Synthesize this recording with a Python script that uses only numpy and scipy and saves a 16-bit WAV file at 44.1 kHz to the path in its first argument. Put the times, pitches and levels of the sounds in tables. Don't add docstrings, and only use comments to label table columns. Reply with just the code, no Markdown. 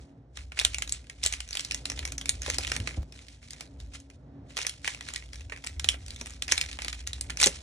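import sys
import numpy as np
from scipy import signal
from scipy.fft import rfft, irfft, next_fast_len
from scipy.io import wavfile
from scipy.ndimage import uniform_filter1d, map_coordinates

SR = 44100
rng = np.random.default_rng(int(sys.argv[2]) if len(sys.argv) > 2 else 0)


def output_pcm(signal):
    pcm = np.clip(np.atleast_2d(signal).T, -1, 1) * 32767
    wavfile.write(sys.argv[1], SR, np.round(pcm).astype(np.int16))


N = 336042

# t/s, relative level/dB, pitch of the panel f/Hz, relative level of the dull body/dB
SNAP_EVENTS = [(0.371, -30.5, 3800, -7.5), (0.389, -40, 2260, 0), (0.5189, -33, 2260, 5),
               (0.5725, -32, 1910, 18), (0.5895, -15, 2780, -37), (0.5968, -15.5, 3740, -14),
               (0.6125, -22, 3350, -3.5), (0.6485, -8, 3400, -16.5), (0.663, -34, 3930, -4),
               (0.7442, -20.5, 2720, -19), (0.783, -23, 6860, -10), (0.821, -19, 2530, -12.5),
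               (0.875, -32, 4040, -11), (0.893, -26.5, 6260, -27), (0.922, -16.5, 7400, -23),
               (1.068, -47.5, 1600, -5), (1.097, -31, 2100, -7.5), (1.232, -24.5, 3660, -12),
               (1.2367, -17.5, 5200, -28), (1.2491, -23, 5700, -14), (1.261, -12, 7100, -17.5),
               (1.2702, -23.5, 2960, -17), (1.2808, -32, 7900, -24), (1.3241, -22, 5600, -13),
               (1.336, -22, 2620, -11), (1.4031, -25, 2840, -16), (1.476, -40, 6500, -9),
               (1.488, -35.5, 5760, -10), (1.507, -29.5, 5800, -11), (1.5283, -25.5, 4700, -33),
               (1.5517, -24, 2680, -10), (1.5702, -20.5, 3240, -14.5), (1.5938, -22, 3140, -14),
               (1.6057, -26.5, 5850, -29), (1.6473, -25.5, 5240, -17), (1.71, -20, 2700, -20),
               (1.719, -25, 5700, -16), (1.7444, -20.5, 6360, -17), (1.8542, -21, 4420, -11.5),
               (1.8991, -21.5, 5940, -13.5), (1.917, -28, 5730, -4.5), (1.9752, -39, 3200, 11),
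               (1.9904, -24.5, 3460, -13.5), (2.027, -34.5, 1990, 7), (2.0514, -22, 5860, -11),
               (2.075, -30.5, 6600, -10), (2.12, -27, 6200, -16), (2.18, -23.5, 6060, -16),
               (2.212, -28, 3380, -11.5), (2.2567, -25.5, 2500, -13), (2.283, -37, 2520, -9),
               (2.2918, -11.5, 7440, -22), (2.418, -26, 6400, -12), (2.431, -32, 5240, -8),
               (2.4614, -24.5, 3630, -6), (2.4995, -17, 6400, -12), (2.5438, -28.5, 5940, -12),
               (2.583, -16.5, 5000, -16), (2.606, -35, 2300, 6), (2.6336, -28.5, 2400, -10),
               (2.647, -24.5, 3620, -4), (2.6685, -26, 3030, -19), (2.6744, -26, 3000, -8),
               (2.6988, -33, 2800, -4), (2.717, -17, 5450, -3), (2.7545, -33, 2300, 4),
               (2.7632, -20.5, 2750, -8), (2.8, -29.5, 2570, -7), (2.873, -21, 2350, -2),
               (2.9416, -38, 2800, 8), (3.1225, -39, 5370, -13), (3.283, -39.5, 2150, -37),
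               (3.5062, -31.5, 4900, -44), (3.532, -34.5, 6570, -11), (3.6072, -29, 4940, -9),
               (3.8006, -40.5, 3680, -11), (3.935, -43.5, 2500, -2.5), (4.0002, -43, 6730, -30.5),
               (4.1, -44.5, 5860, -5), (4.504, -43.5, 2010, 1.5), (4.568, -22.5, 3580, -7),
               (4.575, -23, 2330, -9), (4.5876, -23.5, 6000, 0), (4.6146, -26, 1800, -14),
               (4.629, -31, 6590, -15), (4.648, -28, 2220, 3), (4.666, -17, 5670, -13),
               (4.6938, -24.5, 3020, -32), (4.8445, -26.5, 1630, -4), (4.8534, -28, 1810, 4),
               (4.876, -16.5, 2110, -7.5), (4.9459, -30, 2540, -7.5), (5.008, -29.5, 2000, -8.5),
               (5.086, -27.5, 1790, -7), (5.136, -27.5, 7350, -13), (5.1592, -22.5, 1960, -42),
               (5.3312, -33.5, 4900, -9), (5.356, -36.5, 5300, -10), (5.407, -39, 1790, -2),
               (5.497, -35.5, 2580, -3.5), (5.5204, -26.5, 1920, 10), (5.561, -37.5, 2480, -8),
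               (5.573, -38.5, 2600, 1), (5.6393, -32.5, 2350, -3), (5.6442, -32.5, 5260, -9),
               (5.6643, -30, 7600, -11), (5.67, -24, 2470, -24), (5.7957, -23.5, 3470, -16),
               (5.843, -19, 3470, -8), (5.8874, -8, 3280, -18.5), (5.941, -31, 2800, 3),
               (6.062, -36.5, 5700, -19), (6.081, -34.5, 4380, -15), (6.105, -31, 4070, -20),
               (6.144, -44, 7050, -25), (6.1607, -34.5, 3700, -25), (6.211, -27, 5830, -5.5),
               (6.2582, -31.5, 2650, -11), (6.268, -33.5, 7700, -10), (6.296, -40, 6500, -9),
               (6.3046, -37.5, 6660, -9), (6.4215, -19.5, 3230, -17.5), (6.4797, -25.5, 5200, -6.5),
               (6.4892, -27.5, 2040, 4), (6.514, -19.5, 3240, -18), (6.5204, -8, 5950, -11),
               (6.5775, -15.5, 3830, -9.5), (6.6118, -15.5, 2430, -48), (6.6874, -34, 2120, -10),
               (6.713, -32.5, 2320, -21), (6.728, -31.5, 3400, -14), (6.7878, -27, 2060, 3),
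               (6.819, -26.5, 2390, -6), (6.846, -24.5, 5140, -6.5), (6.881, -22.5, 2320, -12),
               (6.9279, -26, 2400, -8), (7.067, -36, 2570, -12), (7.0723, -22.5, 6600, -14),
               (7.131, -25, 3900, -15.5), (7.2096, -20.5, 8500, -22), (7.2973, -27.5, 2370, -4),
               (7.302, -25, 1590, -13), (7.371, -24.5, 5800, -10), (7.3996, -19, 5950, -14),
               (7.413, -13.5, 8300, -11.5), (7.4275, -10.5, 5200, -9.5), (7.434, -11, 6200, -15),
               (7.4392, -28, 3300, -10), (7.4405, -8.5, 3600, -18.5), (7.4588, -10.5, 7350, -17),
               (7.4664, -18, 6200, -29), (7.4696, -11.5, 5900, -28)]
# start t/s, held t/s, relative rustle level/dB, dying away/(dB per s)
CRUMPLE_EVENTS = [(0.0, 0.0082, -52.5, 146), (0.368, 0.006, -44, 220), (0.578, 0.09, -34, 93),
                  (1.24, 0.025, -27, 97), (1.53, 0.077, -32, 98), (1.9, 0.053, -37.5, 98),
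                  (2.441, 0.087, -29.5, 150), (2.58, 0.17, -33, 224), (2.88, 0.0067, -31, 177),
                  (3.14, 0.041, -41, 100), (3.301, 0.029, -42.5, 200.5), (3.43, 0.023, -42, 100),
                  (3.531, 0.083, -44, 198.5), (3.801, 0.012, -49.5, 134.5), (3.945, 0.0088, -34.5, 452),
                  (4.501, 0.007, -39.5, 200), (4.585, 0.022, -30, 108), (4.852, 0.043, -32.5, 140),
                  (5.078, 0.099, -36, 124), (5.33, 0.043, -43.5, 130), (5.659, 0.0069, -39.5, 138),
                  (6.08, 0.28, -41.5, 142), (6.5, 0.11, -30, 90), (6.8, 0.13, -38.5, 60),
                  (7.421, 0.022, -14, 334)]
# f/Hz, relative level/dB
FOIL_COLOUR = [(300, -49), (1000, -29.5), (2000, -1), (3500, 3.5), (6000, 2.5), (9000, 1), (10500, -0.5),
               (12500, -13), (16000, -39.5)]
# f/Hz, relative level/dB
BODY_COLOUR = [(150, -56), (400, -4.5), (900, -4), (1600, -0.5), (2500, 8), (5000, -30.5)]
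# f/Hz, relative level/dB
SKIN_COLOUR = [(200, -51), (600, -7.5), (1500, -3.5), (3000, 5), (6000, 3.5), (9000, 0), (10500, -7.5),
               (12000, -54)]
# t/s, relative level/dB, pitch f/Hz
THUD_EVENTS = [(2.479, -26.5, 520), (2.584, -29, 520), (2.799, -27.5, 91), (2.971, -35, 310),
               (2.976, -24, 70), (6.211, -35, 365), (6.852, -36.5, 314),  (7.464, -20.5, 410)]
# f/Hz, t/s
KITCHEN_DECAY = [(300, 0.14), (1500, 0.16), (5000, 0.098), (11000, 0.13)]
# t/s, level/dB
HUM_LEVEL = [(0.0, -40.5), (0.08, -67), (0.36, -51), (0.4, -39), (0.57, -50), (0.63, -39.5), (0.98, -44.5),
             (1.1, -58), (1.25, -41), (1.46, -44.5), (1.63, -58), (1.74, -42), (1.89, -51.5), (1.97, -36),
             (2.25, -46), (2.37, -38.5), (2.84, -40.5), (3.12, -51), (3.69, -55), (3.82, -39.5),
             (4.05, -53.5), (5.01, -53), (5.45, -40.5), (5.62, -56), (5.77, -36.5), (6.22, -47),
             (7.19, -40), (7.62, -47)]
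# f/Hz, relative level/dB
HUM_COLOUR = [(30, -37.5), (42, -13), (52, 2), (57, 18.5), (61, 13), (66, 10.5), (85, 1), (110, -7),
              (150, -62)]
# t/s, relative level/dB
DRONE_LEVEL = [(0.0, -54.5), (0.8, -55.5), (1.66, -53), (2.84, -47), (3.08, -56), (6.92, -53.5),
               (7.07, -50.5), (7.62, -48.5)]
# f/Hz, relative level/dB
DRONE_COLOUR = [(60, -31), (90, -1.5), (135, 1.5), (190, -10.5), (300, -11.5), (420, -14.5), (660, -17),
                (1100, -28.5), (2500, -39.5), (6000, -50), (9000, -63), (11000, -110)]
# centre f/Hz, width at half height f/Hz, level against the drone's noise/dB
DRONE_TONES = [(238.5, 7.6, -11), (277.3, 11, -7)]
# f/Hz, phase/radians
LEFT_LEAD = [(60, 0), (250, -.2), (520, -.35), (800, -1), (1150, -1.7), (1460, -.5), (1980, .5),
             (2300, 1.9), (2800, 2.3), (3750, .5), (4400, 1.5), (4850, 3.2), (5400, 6.6), (7500, 7.7),
             (10000, 8.5), (12500, 9.4), (16500, 9.42)]
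# f/Hz, level/dB
LEFT_GAIN = [(100, 0), (380, -1.2), (700, .3), (1300, -4), (2400, -3), (3500, 0), (4400, -2.5), (5500, 0),
             (15000, 0)]
# f/Hz, level/dB
DIFFERENCE_GAIN = [(60, -33), (120, -24), (250, -16), (700, -6), (2000, -7), (5000, -8), (8000, -10),
                   (12000, -18)]

GRIP_DB_PER_S, SETTLE_DB_PER_S = 605, 138
AFTER_DB, AFTER_SHARE = -25, 0.63
STILL_DB = -79
CRACK, CRACK_AT_S, CRACK_S = .9, .0019, .0007
TICK_S, TICK_DB, TICK_FADE_S = 3.03104, -35.5, .004
TOP_HZ = 16500


def amp(db):
    return 10 ** (np.asarray(db) / 20)


def unit(x):
    return x / np.sqrt(np.mean(x ** 2, axis=-1, keepdims=True) + 1e-20)


def along(points, hz):
    f, v = np.transpose(points)
    return np.interp(np.log(hz + 1), np.log(f + 1), v)


def level_curve(rows):
    s, db = np.transpose(rows)
    return np.interp(np.arange(N) / SR, s, db)


def wobble(rate):
    points = rng.standard_normal(int(N * rate / SR) + 4)
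    return map_coordinates(points, [np.arange(N) * rate / SR])


def filtered(x, response):
    m = next_fast_len(x.shape[-1] + 8192)
    return irfft(rfft(x, m) * response(np.fft.rfftfreq(m, 1 / SR)), m)[..., :x.shape[-1]]


def noise(colour):
    return unit(filtered(rng.standard_normal((2, N)), lambda hz: amp(along(colour, hz))))


def laid(s, rows):
    at = np.round(s * SR).astype(int)[:, None] + np.arange(rows.shape[-1])
    rows = rows.reshape((-1,) + at.shape)
    return np.array([np.bincount(at.ravel(), row.ravel(), N + SR)[:N] for row in rows])


def sachet():
    rustle_db = handling()
    snaps = buckles(*np.transpose(SNAP_EVENTS), t60=.013, size=1024)
    u = rng.random((1700, 4))
    s = u[:, 0] * (N - 1) / SR
    size_db = rustle_db[(s * SR).astype(int)] - 11 - 5 * np.log(u[:, 1] + .03)
    panel_hz = 2000 * 3.1 ** u[:, 2]
    body_db = -20 + 16 * u[:, 3]
    crowd = buckles(s, size_db, panel_hz, body_db, t60=0.0035, size=384)
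    return snaps + crowd, sliding_fingers(rustle_db)


def buckles(s, db, panel_hz, body_db, t60, size):
    t, hz = np.arange(size) / SR, np.fft.rfftfreq(size, 1 / SR)
    panel_hz = panel_hz[:, None]
    panel = 1 + 1.9 * np.exp(-(np.log((hz + 1) / panel_hz) / .12) ** 2)
    tilt_db = 6 * np.log(panel_hz / 4000) * np.log((hz + 500) / 4500)
    sheet_gain = unit(amp(along(FOIL_COLOUR, hz) + tilt_db) * panel)
    body_gain = amp(body_db - 2.5)[:, None] * unit(amp(along(BODY_COLOUR, hz)))
    white = rfft(rng.standard_normal((len(s), 2, 2, size))).transpose(1, 2, 0, 3) / np.sqrt(size)
    crack = 1 + CRACK * np.exp(-((t - CRACK_AT_S) / CRACK_S) ** 2)
    rise = crack * (1 - np.exp(-t / .001)) ** 2
    sheet = irfft(white[0] * sheet_gain) * amp(-60 * t / t60)
    body = irfft(white[1] * body_gain) * amp(-60 * t / (2.17 * t60))
    bursts = unit(rise * (sheet + body))
    around = np.roll(irfft(np.hypot(sheet_gain, body_gain)), 64, axis=1) * np.sqrt(size)
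    gain = amp(db - 10.5)[:, None] * np.sqrt(t60 * SR / size)
    return laid(s, gain * np.concatenate([bursts, around[None]]))


def handling():
    t = np.arange(0, N / SR + .01, .002)
    start, held, db, dying = np.transpose(CRUMPLE_EVENTS)[:, :, None]
    swell_db = GRIP_DB_PER_S * np.clip(start - t, 0, None)
    fade_db = dying * np.clip(t - start - held, 0, None)
    crumple = amp(db - swell_db - fade_db)
    snap_s, snap_db = np.transpose(SNAP_EVENTS)[:2, :, None]
    settle_db = SETTLE_DB_PER_S * np.abs(t - snap_s)
    after = (t > snap_s) * amp(AFTER_DB + AFTER_SHARE * snap_db - settle_db)
    power = np.sum(crumple ** 2, axis=0) + np.sum(after ** 2, axis=0) + amp(STILL_DB) ** 2
    return np.interp(np.arange(N) / SR, t, 10 * np.log10(power))


def sliding_fingers(rustle_db):
    flutter_db = 3.5 * wobble(40) + 2.5 * wobble(170)
    return amp(rustle_db - 15 + flutter_db) * noise(SKIN_COLOUR)


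def thuds():
    s, db, hz = np.transpose(THUD_EVENTS)[:, :, None]
    t = np.arange(8192) / SR
    fade = amp(-60 * t * np.sqrt(hz) / 1.08) * (1 - np.exp(-t / 0.0013))
    white = rng.standard_normal((len(s), len(t)))
    puff = unit(filtered(white, lambda f: (f / hz) / (1 + (f / hz) ** 3)))
    ring = np.sin(2 * np.pi * hz * t) * 100 / hz
    puff_gain = 0.78 * np.clip(hz / 300, 0, 1)
    return laid(s[:, 0], amp(db) * fade * (ring + puff_gain * puff))


def kitchen(x):
    out, step = np.zeros((2, N + 2 * SR)), SR // 4
    for start in range(0, N, step):
        hz, t, z = signal.stft(rng.standard_normal((2, SR // 2)), SR, nperseg=256)
        fade = amp(-60 * t / along(KITCHEN_DECAY, hz)[:, None])
        tail = signal.istft(z * fade, SR, nperseg=256)[1]
        tail = tail / np.linalg.norm(tail[0])
        wet = signal.fftconvolve(x[None, start:start + step], tail, axes=1)
        first = start + 150
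        out[:, first:first + wet.shape[1]] += wet
    return out[:, :N]


def counter_hum():
    hum = noise(HUM_COLOUR)
    steady = hum / np.sqrt(np.abs(uniform_filter1d(hum ** 2, size=3000)) + 0.023)
    return amp(level_curve(HUM_LEVEL)) * steady


def appliance_drone():
    tones = 0
    for hz, width, db in DRONE_TONES:
        white = rng.standard_normal((2, N))
        tones = tones + amp(db) * unit(filtered(white, lambda f: 1 / (1 + (2 * (f - hz) / width) ** 2)))
    level_db = level_curve(DRONE_LEVEL) - 2.0 + 2.57 * wobble(4.076)
    return amp(level_db) * (noise(DRONE_COLOUR) + tones)


def scene():
    (*bursts, around), slide = sachet()
    thud = thuds()[0]
    walls = amp(-7.5) * kitchen(0.38 * around + 0.71 * bursts[0] + thud)
    shared, own = bursts + slide + counter_hum() + appliance_drone() + walls
    own = filtered(own, lambda hz: amp(along(DIFFERENCE_GAIN, hz)))
    return shared + thud + np.array([own, -own])


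def record(dry):
    side = np.array([[.5], [-.5]])

    def port_response(hz):
        return amp(side * along(LEFT_GAIN, hz)) * np.exp(1j * side * along(LEFT_LEAD, hz))

    ports = filtered(dry, port_response)
    since = np.arange(N) / SR - TICK_S
    tick = amp(TICK_DB) * (since > 0) * np.exp(-np.abs(since) / TICK_FADE_S)
    bass_cut = signal.butter(4, 45, "high", fs=SR, output="sos")
    ports = signal.sosfilt(bass_cut, ports + tick)
    return filtered(ports, lambda hz: 1 / (1 + (hz / TOP_HZ) ** 120))


dry = scene()
out = record(dry)
output_pcm(out)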